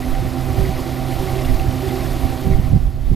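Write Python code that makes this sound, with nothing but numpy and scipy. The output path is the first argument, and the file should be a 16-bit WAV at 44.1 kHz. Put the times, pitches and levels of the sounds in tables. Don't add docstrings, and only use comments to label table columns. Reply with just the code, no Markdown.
import sys
import numpy as np
from scipy import signal
from scipy.fft import rfft, irfft, next_fast_len
from scipy.io import wavfile

SR = 44100
rng = np.random.default_rng(int(sys.argv[2]) if len(sys.argv) > 2 else 0)


def store_wav(level_fs):
    pcm = np.round(np.clip(np.atleast_2d(level_fs), -1, 1) * 32767)
    wavfile.write(sys.argv[1], SR, pcm.T.astype(np.int16))


N = 138915

# t/s, level/dB
MACHINE_LEVEL = [(0, -1.5), (.3, -2.5), (.6, 0), (1.0, -0.9), (1.35, 1.33), (1.7, -1), (1.95, 1.05),
                 (2.25, -0.14), (2.5, -2.5), (2.75, -8), (2.95, -14), (3.15, -9)]
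# multiple/1, level at 0 dB machine level/dB, flutter/1, blade throb depth/1,
# share of machine level/1
HUM_HARMONICS = [(1, -28, 0.27, 0.095, 0.25), (2, -30.5, 0.54, 0.085, 0.91), (3, -46, 0.86, 0.14, 1),
                 (4, -46, 0.28, .2, 1), (5, -45.5, 0.96, 0.13, 0.8), (6, -37, 0.31, 0.33, 1)]
# f/Hz, width/Hz, level before machine level and throb/dB
FRAME_MODES = [(66.8, 15, -35.5), (299.8, 29.4, -39.5), (338.4, 21.8, -37), (372.6, 36.5, -39),
               (500, 9.8, -50), (543.6, 41, -45), (631, 34, -41), (690.5, 46, -42), (773, 45.4, -40),
               (1134.5, 37, -52)]
# t/s, half length/s, level/dB, f/Hz
MOANS = [(0.632, 0.055, -27, 381.5), (0.777, .025, -34, 380), (1.248, 0.032, -28, 378),
         (1.368, 0.037, -28.5, 385.6), (1.544, 0.037, -34, 378.3), (1.861, 0.03, -26, 381.7),
         (1.967, 0.038, -27.5, 382), (2.49, 0.056, -29, 382)]
# t/s, level/dB, f/Hz
SCRAPES = [(.038, -41, 2050), (.149, -39.5, 2020), (0.663, -37.5, 2050), (.77, -42, 2000), (.86, -45, 2050),
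           (1.283, -38.5, 2080), (1.393, -42, 2050), (1.49, -42, 2000), (1.91, -42, 2030),
           (2.01, -41, 2050), (2.15, -51, 2050), (2.533, -40.5, 2080), (2.64, -44, 2040)]
# f/Hz, level per Hz/dB
WASH_SPECTRUM = [(150, 12), (300, 6.5), (450, 6), (800, 4), (1000, 4), (1300, 1), (1600, -5), (2000, 0),
                 (2500, -5), (4500, -6), (6500, -12), (9000, -13), (11000, -11), (12800, -8), (14300, -11)]
# f/Hz, likeness/1
WASH_LIKENESS = [(200, 1), (700, 0.83), (1200, 0.8), (1900, 0.82), (3000, 1), (4300, 0.98), (5800, 1),
                 (8000, 0.99), (13000, 0.76)]
# t/s, peak level/dB, f/Hz, width/Hz
SPLATS = [(1.124, -27, 2540, 900), (1.391, -30, 2500, 1400), (1.448, -26.5, 3000, 1010),
          (1.597, -25, 2390, 1400), (1.888, -29, 3430, 500)]
# f/Hz, level per Hz/dB
RUMBLE_SPECTRUM = [(18, -5), (30, 2.5), (50, -3.5), (70, 1), (100, -8), (150, -17), (220, -15.5),
                   (400, -32)]
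# t/s, half length/s, level/dB, upper edge f/Hz
GUSTS = [(0.127, 0.025, -16, 51), (0.199, 0.017, -15.5, 99), (.26, .015, -20.5, 59.7),
         (0.506, 0.019, -18.5, 74.6), (0.586, 0.01, -14, 169), (0.622, 0.025, -16.5, 63.6),
         (0.695, 0.006, -15, 160), (.755, .022, -21, 70), (1.1, 0.052, -25.5, 100),
         (1.495, 0.028, -18.5, 128), (1.55, 0.047, -14, 48), (1.686, 0.023, -16.5, 109),
         (2.248, 0.011, -12, 85), (2.467, 0.009, -11, 189), (2.506, 0.011, -14, 202),
         (2.544, 0.023, -10.5, 85), (2.594, .008, -9.5, 145), (2.683, 0.058, -18.5, 110),
         (2.739, 0.017, -10, 180), (2.762, .01, -8.5, 150), (2.857, 0.033, -14.5, 70), (3.01, .05, -25, 79),
         (3.085, 0.04, -14, 45.3), (3.127, 0.012, -14, 200)]
# f/Hz, level/dB
BALANCE = [(100, -9), (330, -10), (550, -7.5), (800, -5.5), (1200, -3), (1900, -1.2), (2800, 0),
           (4200, 0.3), (5800, -1), (8000, -0.5), (13000, -0.8)]

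BLADES_PER_S, FIRST_BLADE_S = 9.63, 0.068
MOTOR_HZ, SPEED_WANDER_RATIO, FLUTTER_HZ = 128.33, 0.00402, 9.9
FRAME_THROB_DB = 0.5
SCRAPE_WIDTH_HZ, SCRAPE_HALF_S = 280, 0.011
WASH_DB, WASH_PATCHY_DB, WATER_THROB_DB = -33.5, 1.34, 0.2
DROPS_PER_S, DROPS_DB, DROP_SPREAD_DB = 1500, -43.5, 4.5
DROP_CYCLES_TO_MINUS_60_DB, DROP_TILT_DB_PER_OCTAVE = 27, 1.5
SPLAT_DECAY_S = 0.0065
RUMBLE_DB, RUMBLE_PATCHY_DB, WIND_LIKENESS = -25.5, 5, 0.63
OVERLOAD_AMPLITUDE, CUTOFF_HZ, FADE_S = 0.87, 14200, 0.003


def motor(level_db):
    speed_hz = MOTOR_HZ * (1 + SPEED_WANDER_RATIO * drift(3))
    phase = 2 * np.pi * np.cumsum(speed_hz) / SR
    out = 0
    for multiple, db, flutter, throb, share in HUM_HARMONICS:
        carrier = np.exp(1j * (round(multiple) * phase + 2 * np.pi * rng.random()))
        unsteady = 1 + flutter * (drift(FLUTTER_HZ) + 1j * drift(FLUTTER_HZ))
        tone = (unsteady * carrier).real * (1 + throb * blade_beat())
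        out = out + from_db(db + share * level_db) * rms_one(tone)
    return out


def gearbox(level_db):
    ring = sum(from_db(db) * resonant_noise(hz, width_hz) for hz, width_hz, db in FRAME_MODES)
    out = from_db(level_db + FRAME_THROB_DB * blade_beat()) * ring
    for s, half_s, db, hz in MOANS:
        tone = np.sqrt(2) * np.sin(2 * np.pi * (hz * seconds() + rng.random()))
        out = out + from_db(db) * swell(s, half_s) * tone
    return out


def scrapes():
    return sum(from_db(db) * burst(resonant_noise(hz, SCRAPE_WIDTH_HZ), s, SCRAPE_HALF_S)
               for s, db, hz in SCRAPES)


def water():
    wash = from_db(WASH_DB) * banded_noise(WASH_SPECTRUM, WASH_LIKENESS, WASH_PATCHY_DB, count=24)
    return (wash + drops()) * from_db(WATER_THROB_DB * blade_beat())


def drops(count=36):
    sizes = from_db(DROP_SPREAD_DB * np.minimum(rng.exponential(1, N), 3)) * rng.choice([-1, 1], N)
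    clicks = sizes * (rng.random(N) < DROPS_PER_S / SR)
    dealt = rng.integers(0, count, N)
    out = 0
    for k, hz in enumerate(np.geomspace(1000, 5200, count)):
        r = np.exp(-np.log(1000) * hz / (DROP_CYCLES_TO_MINUS_60_DB * SR))
        w = 2 * np.pi * hz / SR
        struck = clicks * (dealt == k) + 1e-18
        ringing = signal.lfilter([0, np.sin(w)], [1, -2 * r * np.cos(w), r * r], struck)
        out = out + from_db(DROP_TILT_DB_PER_OCTAVE * np.log2(hz)) * ringing
    return from_db(DROPS_DB) * rms_one(out)


def splats():
    out = 0
    for s, db, hz, width_hz in SPLATS:
        age_s = seconds() - s
        decay = (age_s > 0) * np.exp(-np.abs(age_s) / SPLAT_DECAY_S)
        splash = decay * resonant_noise(hz, width_hz)
        out = out + from_db(db) * splash / np.abs(splash).max()
    return out


def wind():
    rumble = banded_noise(RUMBLE_SPECTRUM, [(100, WIND_LIKENESS)], RUMBLE_PATCHY_DB, count=7)
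    out = from_db(RUMBLE_DB) * rumble
    for s, half_s, db, edge_hz in GUSTS:
        low_pass = signal.butter(4, edge_hz, fs=SR, output="sos")
        high_pass = signal.butter(1, edge_hz / 6, "high", fs=SR, output="sos")
        eddies = signal.sosfilt(np.vstack([low_pass, high_pass]), rng.standard_normal((2, N)))
        mid, side = (burst(eddy, s, half_s) for eddy in eddies)
        out = out + from_db(db) * widen(mid, side, WIND_LIKENESS)
    return out


def blade_beat():
    return np.cos(2 * np.pi * BLADES_PER_S * (seconds() - FIRST_BLADE_S))


def banded_noise(spectrum, likeness, patchy_db, count):
    out, together = 0, drift(25)
    edges_hz = np.geomspace(spectrum[0][0], min(spectrum[-1][0], SR / 2 - 1), count + 1)
    white = rng.standard_normal((2, 2, N + SR // 2))
    for k, (low_hz, high_hz) in enumerate(zip(edges_hz, edges_hz[1:])):
        sos = signal.butter(3, [low_hz, high_hz], "band", fs=SR, output="sos")
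        mid, side = signal.sosfilt(sos, white[k % 2])[:, -N:]
        hz = np.sqrt(low_hz * high_hz)
        level_db = at_hz(spectrum, hz) + patchy_db * (0.32 * together + drift(46))
        out = out + from_db(level_db) * widen(mid, side, at_hz(likeness, hz))
    return rms_one(out)


def resonant_noise(hz, width_hz):
    edges_hz = [max(hz - width_hz / 2, 10), hz + width_hz / 2]
    sos = signal.butter(2, edges_hz, "band", fs=SR, output="sos")
    return rms_one(signal.sosfilt(sos, rng.standard_normal(N + SR // 2))[-N:])


def burst(noise, s, half_s):
    shape = swell(s, half_s) + 1e-12
    return rms_one(noise * shape) * np.sqrt(np.mean(shape ** 2))


def swell(s, half_s):
    return np.exp(-.5 * ((seconds() - s) / half_s) ** 2)


def drift(rate_hz):
    r = np.exp(-80 * np.pi * rate_hz / SR)
    slow = signal.lfilter([1], [1, -2 * r, r * r], rng.standard_normal(N // 40 + 2002))[2000:]
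    return np.interp(np.arange(N) / 40, np.arange(len(slow)), rms_one(slow))


def widen(mid, side, alike):
    alike = np.clip(alike, 0, 1)
    return np.sqrt((1 + alike) / 2) * mid + np.sqrt((1 - alike) / 2) * side * np.array([[1], [-1]])


def at_hz(points, hz):
    table_hz, values = np.array(points).T
    return np.interp(np.log(hz), np.log(table_hz), values)


def from_db(db):
    return 10 ** (np.asarray(db) / 20)


def rms_one(x):
    return x / np.sqrt(np.mean(x ** 2) + 1e-20)


def seconds():
    return np.arange(N) / SR


def scene():
    level_db = np.interp(seconds(), *np.transpose(MACHINE_LEVEL))
    machine = motor(level_db) + gearbox(level_db) + scrapes()
    return machine + from_db(level_db) * water() + splats() + wind()


def record(dry):
    size = next_fast_len(N + SR // 2)
    bins_hz = np.maximum(np.arange(size // 2 + 1) * SR / size, 1)
    left = from_db(at_hz(BALANCE, bins_hz))
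    gains = np.array([left, np.ones_like(left)]) * 2 / (1 + left)
    heard = irfft(rfft(dry, size) * gains, size)[:, :N]
    heard = heard / (1 + (heard / OVERLOAD_AMPLITUDE) ** 6) ** (1 / 6)
    to_end_s = np.minimum(seconds(), seconds()[::-1])
    fade = np.sin(np.pi / 2 * np.minimum(to_end_s / FADE_S, 1)) ** 2
    treble_cut = signal.ellip(16, .2, 80, CUTOFF_HZ, fs=SR, output="sos")
    return signal.sosfilt(treble_cut, heard * fade)


dry = scene()
out = record(dry)
store_wav(out)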